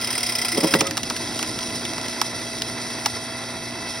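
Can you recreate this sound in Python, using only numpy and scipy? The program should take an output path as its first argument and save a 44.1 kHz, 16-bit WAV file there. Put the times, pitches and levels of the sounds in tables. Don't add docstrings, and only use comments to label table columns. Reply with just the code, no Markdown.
import sys
import numpy as np
from scipy import signal
from scipy.fft import rfft, irfft, next_fast_len
from scipy.io import wavfile
from scipy.ndimage import map_coordinates

SR = 44100
rng = np.random.default_rng(int(sys.argv[2]) if len(sys.argv) > 2 else 0)


def wav_record(signal):
    frames = np.transpose(np.atleast_2d(signal))
    bounded = np.clip(frames, -1, 1)
    quanta = np.round(bounded * 32767).astype(np.int16)
    wavfile.write(sys.argv[1], SR, quanta)


N = 176400


def judder():
    # start in seconds, level in dB, length in seconds.
    slips = [(0.011, -27, 0.023), (0.043, -21.5, 0.0083), (0.071, -23.5, 0.011), (0.103, -23, 0.016),
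             (0.127, -23.5, 0.0093), (0.15, -22.5, 0.012), (0.177, -19.5, 0.011), (0.205, -21, 0.0048),
             (0.229, -19.5, .012), (0.263, -21, 0.013), (0.289, -21, 0.016), (0.32, -23, 0.01),
             (0.351, -19, 0.011), (0.383, -21, 0.012), (0.414, -21.5, 0.014), (0.447, -20, 0.013),
             (0.482, -21, 0.011), (0.517, -21, 0.016), (0.545, -25, 0.012), (0.573, -20.5, 0.014),
             (0.603, -22, 0.012), (0.635, -22.5, 0.017), (0.669, -22.5, 0.021), (0.706, -25.5, 0.034),
             (0.753, -25, 0.015), (0.787, -24, 0.017)]
    # frequency in Hz, relative level in dB.
    rasp_tone = [(150, -28), (400, -12), (1600, -18.5), (2050, -8), (2800, -11), (3850, -12.5), (4650, -11),
                 (4900, -1), (5450, -7), (5700, -4), (7000, -18.5), (8600, -1), (11200, -14),
                 (15300, -16.5)]
    # pitch in Hz, width in Hz, level in dB over the rasp.
    steel = [(1376, 70, 13), (1990, 85, 7.5), (2084, 52, 4.5), (2440, 55, 5.5), (3214, 68, 13),
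             (4980, 24, 9.5), (5100, 24, 3)]
    squeal_hz, rise_hz, rise_s = 5050, 390, .0166
    attack_s, release_s = .0018, .0019
    force, squeal, t = np.zeros(N), np.zeros(N), np.arange(SR // 10) / SR
    for start, db, length in slips:
        fade = np.exp(-np.maximum(t - length / 2, 0) / (release_s + length / 2))
        slip = amp(db) * np.minimum(t / attack_s, 1) * fade
        hz = squeal_hz + rise_hz * (1 - np.exp(-t / rise_s))
        hz *= 1 + .018 * wobble(505)[:len(t)]
        add(force, start, slip)
        add(squeal, start, slip * np.sqrt(2) * np.sin(2 * np.pi * np.cumsum(hz) / SR))
    grain = unit(rng.standard_normal(N) * amp(-wobble(700)))
    rasp = body(force * grain, rasp_tone)
    return amp(-2.5) * ringing(rasp, steel) + amp(-6) * squeal


def thuds():
    # time of the strongest jolt in seconds, jolt level in dB, ring level in dB.
    thud_rows = [(.580, -17, -15.5), (0.6453, -11, -14), (0.7508, -13, -13), (.819, -23, -15.5)]
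    # frequency in Hz, relative level in dB.
    log_tone = [(40, -23), (100, -31), (170, 0), (230, 4), (320, 2), (450, 0.5), (650, -8.5), (1000, -10.5),
                (1600, -26), (3000, -29), (9000, -30)]
    # pitch in Hz, relative level in dB, seconds to fade by 60 dB.
    frame_rings = [(440, -5.5, 0.097), (546.4, -13.5, 0.51), (1920, -32, 0.091)]
    jolt_s, rise_db, fall_db = .0063, 4.5, 6.5
    jolts, ring, t = np.zeros(N), np.zeros(N), np.arange(SR // 2) / SR
    for peak_s, db, ring_db in thud_rows:
        for k in np.arange(6) - 2:
            loss_db = max(-k * rise_db, k * fall_db) + rng.normal(0, 1)
            crunch = rng.standard_normal(len(t)) * np.exp(-t / jolt_s)
            jolt = (t == 0) + amp(-8.5) * crunch / np.linalg.norm(crunch)
            start = peak_s + jolt_s * (k + rng.normal(0, .065))
            add(jolts, start, amp(db - loss_db) * np.sqrt(jolt_s * SR) * jolt)
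        for hz, level, fade_s in frame_rings:
            wave = np.sin(2 * np.pi * (hz * t + rng.random()))
            add(ring, peak_s, amp(ring_db + level - 60 * t / fade_s) * wave)
    return body(jolts, log_tone) + ring


def cracks():
    # start in seconds, level in dB, fade time in seconds,
    # knock level in dB compared with the crack, knock pitch in Hz.
    bundles = [(.572, -26, .003, -1, 800), (.633, -25, .004, 6, 970), (0.738, -13, 0.0046, 7.5, 1460),
               (.740, -11.5, 0.0031, -14, 1090), (0.8074, -8, 0.0027, -5.5, 2720),
               (.811, -16.5, .003, 4.5, 910), (.8685, -14, 0.0011, -15, 2570),
               (0.871, -19, 0.0027, 0, 2420), (0.9098, -13.5, 0.0013, -8.5, 1600),
               (.970, -13, 0.0018, -6.5, 1440), (0.9756, -15.5, 0.0032, -2.5, 980),
               (1.032, -15, 0.0022, -7, 2500), (1.100, -15, 0.0025, -8, 1430),
               (1.105, -26.5, 0.002, 10, 930), (1.164, -19.5, 0.0043, -3, 2230),
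               (1.392, -19.5, .003, -2, 970), (1.4281, -12.5, 0.0015, -9.5, 1430),
               (1.589, -18.5, 0.002, -9, 1010), (1.631, -24, .002, -17, 1000),
               (1.8518, -17.5, 0.0018, -6, 2420), (1.981, -23.5, 0.0043, 3, 900),
               (2.2151, -8.5, 0.0025, -5, 1140), (2.620, -14.5, 0.0018, -14, 2100),
               (3.0595, -7, 0.0023, -8, 1070), (3.0635, -26, .006, 9.5, 820)]
    # start in seconds, pitch in Hz, level in dB.
    twangs = [(.740, 2650, -13), (.809, 2480, -11.5), (2.216, 5270, -17), (2.2167, 1004, -12.5),
              (2.6202, 4100, -15.5), (2.6202, 4990, -14.5), (3.058, 2250, -13.5), (3.06, 5300, -8),
              (3.061, 860, -12.5)]
    # time in seconds, level in dB.
    crackle_level = [(0, -42), (.7, -50), (1, -46), (1.5, -36.5), (2.1, -42), (2.5, -45), (4, -53)]
    # frequency in Hz, relative level in dB.
    snap_tone = [(70, -53), (250, 3), (700, -10), (1400, -2.5), (1900, -3.5), (2700, 1), (3600, 3.5),
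                 (4500, 2.5), (5400, 6.5), (7000, -1), (9500, -2.5), (12000, -11.5), (15500, -12.5)]
    # frequency in Hz, relative level in dB.
    knock_tone = [(60, -24), (150, -20), (300, -4), (600, 20), (950, 5.5), (1400, -3), (1900, -22),
                  (4000, 1), (12000, -71)]
    fibres_per_s, spread_db = 90, 4
    breaks, knocks, t = np.zeros(N), np.zeros(N), np.arange(SR // 20) / SR
    knock_shape = np.exp(-t / .0038) * (1 - np.exp(-t / .0012))
    for start, db, fade_s, knock_db, hz in bundles:
        snap_noise, knock_noise, grain = rng.standard_normal((3, len(t)))
        fade = np.exp(-t / fade_s)
        snap = unit(snap_noise * fade * amp(3 * np.tanh(grain)))
        add(breaks, start, amp(db) * snap * np.sqrt(np.mean(fade ** 2)))
        piece = signal.butter(2, [hz / 1.42, hz * 1.42], "bandpass", fs=SR, output="sos")
        knock = unit(signal.sosfilt(piece, knock_noise * knock_shape))
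        add(knocks, start, amp(db + knock_db) * knock * np.sqrt(np.mean(knock_shape ** 2)))
    torn = rng.random(N) < fibres_per_s / SR
    fibres = torn * amp(spread_db * np.clip(rng.standard_normal(N), -2, 2))
    tearing = signal.fftconvolve(fibres, np.exp(-t / .0009))[:N]
    crackle = unit(tearing * rng.standard_normal(N)) * amp(curves(crackle_level)[0])
    twang_shape = (1 - np.exp(-t / .00044)) * np.exp(-t / .0022)
    for start, hz, db in twangs:
        add(knocks, start, amp(db) * np.sin(2 * np.pi * hz * t) * twang_shape)
    return body(breaks + crackle, snap_tone) + knocks + amp(-9) * body(crackle, knock_tone)


def short_tones():
    # start in seconds, pitch in Hz, level in dB, length in seconds.
    tone_rows = [(0, 712, -40, 0.75), (0.226, 62, -40, .04), (0.529, 334, -24, 0.038),
                 (0.657, 326, -21, 0.026), (0.748, 1967, -21.5, 0.025), (0.767, 1986, -34, 0.063),
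                 (0.844, 91.5, -39, 0.1), (0.849, 1263, -29.5, 0.041), (0.906, 313, -28.5, 0.043),
                 (1.336, 316.3, -36, 0.28), (3.114, 92, -39, 0.054)]
    track = np.zeros(N)
    for start, hz, db, length in tone_rows:
        swell = np.sin(np.pi * np.minimum(np.arange(N) / SR / length, 1))
        phase = 2 * np.pi * hz * np.cumsum(1 + .012 * wobble(181)) / SR
        add(track, start, amp(db) * swell * np.sin(phase))
    return track


def machine():
    # multiple of the mains frequency, level in dB.
    hum_tones = [(1, -59.5), (2, -45.8), (4, -41.3), (6, -54)]
    # multiple of the shaft's turning rate, level in dB.
    whine_tones = [(11, -44.5), (12, -52.5), (23, -53), (24, -52.5), (33, -47.5), (44, -50), (66, -57.5),
                   (77, -48), (88, -73), (89, -54), (99, -52)]
    # time in seconds, level change in dB.
    whine_level = [(.6, -2.5), (1.1, 0)]
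    mains_hz, tooth_hz, teeth = 60, 656.6, 11
    tooth_phase = 2 * np.pi * tooth_hz * np.cumsum(1 + .0017 * wobble(14)) / SR
    tooth_phase += .068 * np.sin(tooth_phase / teeth)
    shaft_phase = tooth_phase / teeth
    rush = fan_and_oil(shaft_phase, tooth_phase)
    motor_hum = machine_tones(2 * np.pi * mains_hz * np.arange(N) / SR, hum_tones, flutter_db=.4)
    pump_whine = machine_tones(shaft_phase, whine_tones, flutter_db=1)
    return rush + motor_hum + amp(curves(whine_level)[0]) * pump_whine


def machine_tones(phase, rows, flutter_db):
    track = np.zeros(N)
    for multiple, db in rows:
        gain = np.sqrt(2) * amp(db + flutter_db * wobble(16))
        track += gain * np.sin(round(multiple) * phase + 2 * np.pi * rng.random())
    return track


def fan_and_oil(shaft_phase, tooth_phase):
    # frequency in Hz, relative level in dB.
    rush_tone = [(25, -11), (55, -7.5), (100, 4), (170, 1.5), (330, 6), (520, -3), (980, -2), (1200, -9.5),
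                 (1650, -7), (2030, -1), (2350, -7), (2950, -14.5), (3600, -8.5), (3950, 1), (4250, -6),
                 (4700, 0.5), (5900, 0), (7000, -12), (9300, -1), (11000, -15), (13000, -19.5),
                 (15500, -31)]
    # pitch in Hz, width in Hz, level in dB over the rush.
    housing = [(1022, 37, 0.5), (1338, 64, 2), (2020, 50, -2), (2617, 40, 7.5), (3281, 34, 10.5),
               (3316, 51, 9.5), (3715, 20, 4.5), (5310, 15, 10.5)]
    # time in seconds, then bass, middle and treble gain in dB.
    rush_level = [(0, -35, -28.5, -34), (.5, -36, -30, -33), (.8, -24.5, -28, -34),
                  (.95, -30.5, -34.5, -37.5), (1.1, -29, -32.5, -32.5), (1.4, -28, -29, -31.5),
                  (1.9, -29.5, -30, -33.5), (2.3, -32.5, -30.5, -34.5), (3, -32, -29, -33.5),
                  (3.4, -34, -30.5, -35.5), (3.8, -32, -29.5, -36), (3.9, -34, -28.5, -32.5),
                  (4, -33, -28.5, -35)]
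    bass_hz, treble_hz, flutter_db = 440, 2800, 1.67
    pulsing = (1 + .11 * np.sin(shaft_phase)) * (1 + .31 * np.sin(tooth_phase))
    flow = unit(rng.standard_normal(N) * pulsing)
    rush = ringing(body(flow, rush_tone), housing)
    bass = filtered(rush, lambda hz: 1 / (1 + (hz / bass_hz) ** 4))
    treble = filtered(rush, lambda hz: 1 - 1 / (1 + (hz / treble_hz) ** 4))
    parts = zip((bass, rush - bass - treble, treble), curves(rush_level))
    return sum(part * amp(db + flutter_db * wobble(45)) for part, db in parts)


def scatter(x, t60):
    t = np.arange(SR // 4) / SR
    tail = rng.standard_normal(len(t)) * amp(-60 * t / t60) * (1 - np.exp(-t / .002))
    return signal.fftconvolve(x, tail / np.linalg.norm(tail))[:N]


def body(x, spectrum, size=8192):
    cep = irfft(np.log(amp(along(spectrum, np.fft.rfftfreq(size, 1 / SR)))))
    cep[1:size // 2] *= 2
    cep[size // 2 + 1:] = 0
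    ring = irfft(np.exp(rfft(cep)))
    return signal.fftconvolve(x, ring / np.linalg.norm(ring))[:N]


def resonance(hz, centre_hz, width_hz):
    return 1j * hz * width_hz / (centre_hz ** 2 - hz ** 2 + 1j * hz * width_hz)


def ringing(x, modes):
    return filtered(x, lambda hz: 1 + sum(amp(db) * resonance(hz, centre, width)
                                          for centre, width, db in modes))


def filtered(x, response):
    m = next_fast_len(N + SR // 2)
    return irfft(rfft(x, m) * response(np.fft.rfftfreq(m, 1 / SR)), m)[..., :N]


def amp(db):
    return 10 ** (np.asarray(db) / 20)


def unit(x):
    return x / np.sqrt(np.mean(x ** 2) + 1e-20)


def along(points, hz):
    f, v = np.transpose(points)
    return np.interp(np.log(hz + 1), np.log(f + 1), v)


def curves(rows):
    s, *cols = np.transpose(rows)
    return [np.interp(np.arange(N) / SR, s, c) for c in cols]


def wobble(rate):
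    return map_coordinates(rng.standard_normal(N), [np.arange(N) * rate / SR], mode="wrap")


def add(track, s, sound):
    i = max(0, round(s * SR))
    track[i:i + len(sound)] += sound[:N - i]


def scene():
    # frequency in Hz, radians by which the left leads.
    port_phase = [(20, 0), (300, -.1), (650, -.65), (850, -.35), (1050, -.65), (1300, .05), (2100, .05),
                  (2600, .8), (2850, -.4), (3200, 1.5), (3500, .65), (4400, .75), (5200, .1), (5700, .6),
                  (6460, 2.3), (7400, 3.14), (8300, 3.7), (9820, 6.1), (11500, 6.6), (12500, 9),
                  (13700, 9.5), (14600, 10), (15800, 12.4)]
    # frequency in Hz, left minus right level in dB.
    port_balance = [(120, 0), (350, -.7), (650, -5), (1000, -2), (2000, -.3), (2700, -4), (3300, -3),
                    (4300, -1.5), (5000, 0), (15000, 0)]
    # frequency in Hz, gain in dB.
    scatter_tone = [(100, -40), (300, -26), (600, -19), (1300, -17), (2000, -13), (2700, -8), (5000, -15),
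                    (9000, -11), (14000, -10)]
    splitting = judder() + thuds() + short_tones() + cracks()
    motor = machine()
    direct = motor + splitting + amp(-17) * scatter(splitting, t60=.06)
    far = scatter(motor, t60=.4) + scatter(splitting, t60=.05)
    wide = filtered(far, lambda hz: amp(along(scatter_tone, hz)))
    sides = np.array([[1], [-1]])
    balance = lambda hz: amp(sides * along(port_balance, hz) / 2)
    lead = lambda hz: np.exp(1j * sides * along(port_phase, hz) / 2)
    return filtered(direct + sides * wide, lambda hz: balance(hz) * lead(hz))


def record(dry):
    ceiling, low_cut_hz, top_hz = .9, 20, 15850
    limited = dry / (1 + np.abs(dry / ceiling) ** 6) ** (1 / 6)
    return filtered(limited, lambda hz: (hz < top_hz) * hz ** 2 / np.sqrt(hz ** 4 + low_cut_hz ** 4))


dry = scene()
out = record(dry)
wav_record(out)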